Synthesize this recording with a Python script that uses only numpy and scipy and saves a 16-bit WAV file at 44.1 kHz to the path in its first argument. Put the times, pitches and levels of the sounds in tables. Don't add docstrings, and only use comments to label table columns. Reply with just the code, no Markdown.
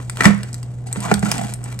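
import sys
import numpy as np
from scipy import signal
from scipy.fft import rfft, irfft
from scipy.io import wavfile

SR = 44100
rng = np.random.default_rng(int(sys.argv[2]) if len(sys.argv) > 2 else 0)


def int16_out(signal):
    q = np.round(np.clip(np.atleast_2d(signal).T, -1, 1) * 32767)
    wavfile.write(sys.argv[1], SR, q.astype(np.int16))


N = 79380

# f/Hz, level/dB
CRUST_COLOUR = [(100, -51), (330, -6.5), (900, -8.5), (1330, -1.5), (1900, 1), (2600, -7), (3100, -15),
                (8200, -15.5), (16000, -43.5)]
# f/Hz, level/dB
RASP_COLOUR = [(300, -32), (2000, 0.5), (5400, -3.5), (7000, 1.5), (7900, 4.5), (9600, -4), (10600, -19.5),
               (12500, -8.5), (16000, -53)]
GRAIN_SPREAD_DB = 4


def amp(db):
    return 10 ** (np.asarray(db) / 20)


def evened(x):
    return x / np.sqrt(np.mean(x ** 2) + 1e-20)


def read(points, hz):
    f, value = np.transpose(points)
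    return np.interp(np.log(hz + 1), np.log(f + 1), value)


def add(mix, s, sound):
    part = mix[max(round(s * SR), 0):][:len(sound)]
    part += sound[:len(part)]


def colour(x, points, size=4096):
    hz = abs(np.fft.fftfreq(size, 1 / SR))
    log_gain = np.log(amp(read(points, hz)))
    minimum_phase = np.exp(np.conj(signal.hilbert(log_gain)))
    taps = np.fft.ifft(minimum_phase).real[:size // 2]
    return signal.fftconvolve(x, taps / np.linalg.norm(taps))[:N]


def resonate(x, hz, width_hz):
    turn = np.exp(2j * np.pi * np.cumsum(hz * np.ones(N)) / SR)
    r = np.exp(-np.pi * width_hz / SR)
    slow = signal.lfilter([1], [1, -2 * r, r * r], x / turn)
    return evened((turn * slow).real)


def ring(modes, rise_s):
    t = np.arange(SR // 2) / SR
    sines = sum(amp(db - 60 * t / t60) * np.sin(2 * np.pi * hz * t) for hz, db, t60 in modes)
    return (1 - np.exp(-t / rise_s)) * sines


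def fracture(fade_s, first=0):
    t = np.arange(SR // 20) / SR
    spray = rng.standard_normal(len(t)) * np.exp(-t / fade_s)
    spray[0] = first
    return spray / np.linalg.norm(spray)


def grains(per_s, spread_db):
    hits = rng.random(N) < per_s / SR
    sizes = amp(spread_db * np.minimum(rng.exponential(1, N), 4))
    return hits * rng.choice([-1, 1], N) * sizes


def background():
    # f/Hz, level/dB rms before the waver
    hum_tones = [(62, -47.5), (121.5, -29.5)]
    # f/Hz, level/dB
    floor_colour = [(20, -15.5), (110, -3.5), (190, -7), (270, -14), (600, -22), (3600, -51), (8000, -50),
                    (16000, -91.5)]
    hum_waver, floor_db, floor_width = .04, -40, 0.44
    t = np.arange(N) / SR
    waver = 1 + hum_waver * resonate(rng.standard_normal(N), 15, 6.9)
    tones = sum(amp(db) * np.sqrt(2) * np.sin(2 * np.pi * hz * t) for hz, db in hum_tones)
    mid, side = (evened(colour(rng.standard_normal(N), floor_colour)) for _ in range(2))
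    floor = np.array([mid + floor_width * side, mid - floor_width * side])
    return waver * tones + amp(floor_db) * floor


def sawing():
    # t/s, then relative levels of tooth rasp/dB, loaf scrape/dB, blade judder/dB
    stroke = [(0, -45.5, -37.5, -59), (0.101, -54, -76, -49), (0.189, -42, -35.5, -48),
              (0.228, -29, -35, -22.5), (0.264, -20, -15.5, -38), (0.321, -57, -33.5, -79),
              (0.471, -51, -52.5, -51.5), (0.852, -60.5, -64.5, -56), (0.886, -48, -50, -41),
              (0.96, -55.5, -39.5, -53), (1.028, -33, -38, -42), (1.085, -36.5, -29.5, -28),
              (1.21, -50, -47, -49), (1.249, -33.5, -32.5, -31.5), (1.339, -35.5, -31.5, -34),
              (1.409, -37.5, -35, -28.5), (1.511, -41, -42, -38), (1.573, -65, -54, -48),
              (1.645, -47, -43.5, -39.5), (1.726, -47, -41.5, -49), (1.769, -56, -54.5, -53)]
    # start t/s, length/s, peak level/dB, from f/Hz, to f/Hz
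    pushes = [(1, 0.115, -31, 750, 1530), (1.242, 0.05, -33.5, 1360, 1520)]
    # f/Hz, level/dB
    scrape_colour = [(70, -52), (290, 6.5), (480, 3), (1000, 1), (1420, 2), (2300, -3), (3200, -9.5),
                     (16000, -50)]
    teeth_per_s = 2200
    catch_hz, catch_db = 35, 2.5
    judder_hz, judder_width_hz, judder_db = 766, 150, -4
    rumble_hz, rumble_width_hz, rumble_db = 188.4, 75, 0
    push_width_hz = 340

    t = np.arange(N) / SR
    times, *levels = np.transpose(stroke)
    rasp, scrape, judder = (amp(np.interp(t, times, db)) for db in levels)
    grip = amp(catch_db * resonate(rng.standard_normal(N), catch_hz, catch_hz))
    teeth, drag = (evened(grip * grains(teeth_per_s, GRAIN_SPREAD_DB)) for _ in range(2))

    body = amp(judder_db) * resonate(drag, judder_hz, judder_width_hz)
    body += amp(rumble_db) * resonate(drag, rumble_hz, rumble_width_hz)
    out = colour(teeth * rasp, RASP_COLOUR) + colour(drag * scrape, scrape_colour) + judder * body
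    for s, length, db, from_hz, to_hz in pushes:
        progress = np.clip((t - s) / length, 0, 1)
        pitch = from_hz + (to_hz - from_hz) * progress
        out += amp(db) * np.sin(np.pi * progress) * resonate(teeth, pitch, push_width_hz)
    return out


def crust():
    # t/s, relative level/dB, relative level of the hollow part/dB
    snaps = [(0.0975, -18, -18.5), (0.1714, -28, -19.5), (0.2360, -19, -14), (0.4325, -26, -18),
             (0.5304, -26, -42), (0.5434, -21, -31), (0.63, -31, -31.5), (0.9280, -16.5, -28),
             (1.0046, -21, -32), (1.1407, -12.5, -7.5), (1.1937, -23, -37), (1.2500, -25, -30),
             (1.3157, -8.5, -3.5), (1.3810, -24, -19), (1.538, -17, -33), (1.641, -25, -45),
             (1.7263, -38, -26), (1.7910, -20, -29.5)]
    # t/s, relative level/dB, fade to 1/e/s
    cracks = [(0.2065, -7, 0.001), (0.2087, -4, 0.0015), (0.2221, -11, 0.0017), (0.2438, -4.5, 0.008),
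              (0.2544, 7.5, 0.0016), (0.257, -4, 0.0044)]
    # f/Hz, level/dB, t60/s
    loaf_modes = [(1320, -8, 0.024), (1790, -8.5, 0.026), (1931, -13, 0.03)]
    # f/Hz, level/dB
    snap_colour = [(300, -60), (1500, -8), (3000, -13.5), (4200, -0.5), (6700, -2), (7900, 13), (9500, 2.5),
                   (10600, -17.5), (12500, -4), (16000, -34)]
    hollow_colour = [(250, -26), (600, -10.5), (1150, 0), (1400, 2), (1700, -2), (6000, -9.5),
                     (16000, -27.5)]
    snap_fade_s, snap_first = .0011, 3.06
    snap_db, hollow_gain_db, crack_db = 16.5, 13.5, 13
    crumbs_per_s, crumb_db, crumb_spread_db = 12, -61.5, 7
    crumble_start_s, crumble_db, crumble_db_per_s, crumble_per_s = 0.27, -30, 106.5, 1100
    loaf_spread = .02

    bright = amp(crumb_db) * grains(crumbs_per_s, crumb_spread_db)
    hollow, loaf = np.zeros((2, N))
    for s, db, hollow_db in snaps:
        add(bright, s, amp(db) * fracture(snap_fade_s, snap_first))
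        add(hollow, s, amp(hollow_db + hollow_gain_db) * fracture(snap_fade_s, snap_first))

    age = np.arange(N) / SR - crumble_start_s
    crumble_level = (age > 0) * amp(crumble_db - crumble_db_per_s * abs(age))
    broken = crumble_level * evened(grains(crumble_per_s, GRAIN_SPREAD_DB))
    for s, db, fade_s in cracks:
        add(broken, s, amp(db + crack_db) * fracture(fade_s))
        shifted = [(hz * (1 + loaf_spread * rng.standard_normal()), level, t60)
                   for hz, level, t60 in loaf_modes]
        add(loaf, s, amp(db) * ring(shifted, rise_s=0.00013))

    flakes = amp(snap_db) * colour(bright, snap_colour) + colour(hollow, hollow_colour)
    return flakes + colour(broken, CRUST_COLOUR) + loaf


def knocks():
    # t/s, then relative levels of thump/dB, clack/dB, crunch/dB
    hits = [(0.255, -2, -14, -15), (0.9680, -22.5, -29, -16.5), (1.114, -12, -5.5, 7.5),
            (1.2272, -14.5, -19.5, 0)]
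    # f/Hz, level/dB, t60/s
    thump = [(167, -8.5, 0.3), (183.6, 8.5, 0.082), (200.3, -0.5, 0.32), (297.2, -3, 0.081)]
    clack = [(413, 2.5, 0.042), (759, 8.5, 0.03), (1430, 1, 0.027)]
    # t/s, level/dB
    thuds = [(0.278, -24), (1.159, -21)]
    # t/s, relative level/dB
    touches = [(0.8680, -31), (0.9660, -29)]
    # f/Hz, level/dB, t60/s
    blade = [(763, 7, 0.062), (4780, -13, 0.12), (6200, -9, 0.06), (8040, 3, 0.06)]
    thump_delay_s, thump_rise_s = 0.00288, 0.0065
    thud_hz, thud_t60_s = 80, 0.16
    scuff_db = 16

    out, crunch, scuff = np.zeros((3, N))
    for s, thump_db, clack_db, crunch_db in hits:
        add(out, s + thump_delay_s, amp(thump_db) * ring(thump, thump_rise_s))
        add(out, s, amp(clack_db) * ring(clack, rise_s=0.0022))
        add(crunch, s, amp(crunch_db) * fracture(fade_s=0.005, first=2.6))
    for s, db in thuds:
        add(out, s, amp(db) * ring([(thud_hz, 0, thud_t60_s)], thump_rise_s))
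    for s, db in touches:
        add(out, s, amp(db) * ring(blade, rise_s=0.0043))
        add(scuff, s, amp(db + scuff_db) * fracture(fade_s=0.012))
    return out + colour(crunch, CRUST_COLOUR) + colour(scuff, RASP_COLOUR)


def kitchen(x, lead, common, size=256):
    # f/Hz, t60/s
    room_t60 = [(100, 0.17), (1500, 0.32), (8000, 0.22)]
    # f/Hz, level/dB
    room_db = [(100, -6), (400, -12), (2000, -9), (8000, -9), (15000, -9)]
    # nominal delay/s, gain
    echoes = [(.0021, 0.33), (.0046, 0.28)]
    # f/Hz, phase/rad
    port_lead = [(150, 0.1), (1000, 0.92), (2500, 1.6), (13000, 0.9)]
    shared_below_hz = 770

    rise = np.minimum(np.arange(SR // 2) / SR / 0.0073, 1)
    noise = np.array([common, rng.standard_normal(SR // 2)]) * rise
    hz, t, (shared, own) = signal.stft(noise, SR, nperseg=size)
    alike = np.exp(-(hz[:, None] / shared_below_hz) ** 2)
    tail = alike * shared + np.sqrt(1 - alike ** 2) * own

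    fade = amp(-60 * t / read(room_t60, hz)[:, None])
    fade = fade / np.sqrt((fade ** 2).sum(1, keepdims=True) * size / 2)
    level = amp(read(room_db, hz))[:, None]
    response = signal.istft(tail * fade * level, SR, nperseg=size)[1]
    response[0] += 1
    for s, gain in echoes:
        add(response, s * rng.uniform(.93, 1.07), gain * fracture(fade_s=0.00064, first=0.82))

    turn = np.exp(1j * lead * read(port_lead, np.fft.rfftfreq(2 * N, 1 / SR)))
    return irfft(rfft(x, 2 * N) * rfft(response, 2 * N) * turn)[:N]


def scene():
    hum_and_floor = background()
    near = sawing() + crust() + knocks()
    common = rng.standard_normal(SR // 2)
    left, right = kitchen(near, 0.52, common), kitchen(near, -0.6, common)
    return np.array([left, right]) + hum_and_floor


def record(dry):
    ceiling, edge_hz = 1.0, 16300
    low_pass = signal.firwin(255, edge_hz, window=("kaiser", 8), fs=SR)
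    return signal.oaconvolve(np.clip(dry, -ceiling, ceiling), low_pass[None], "same")


dry = scene()
out = record(dry)
int16_out(out)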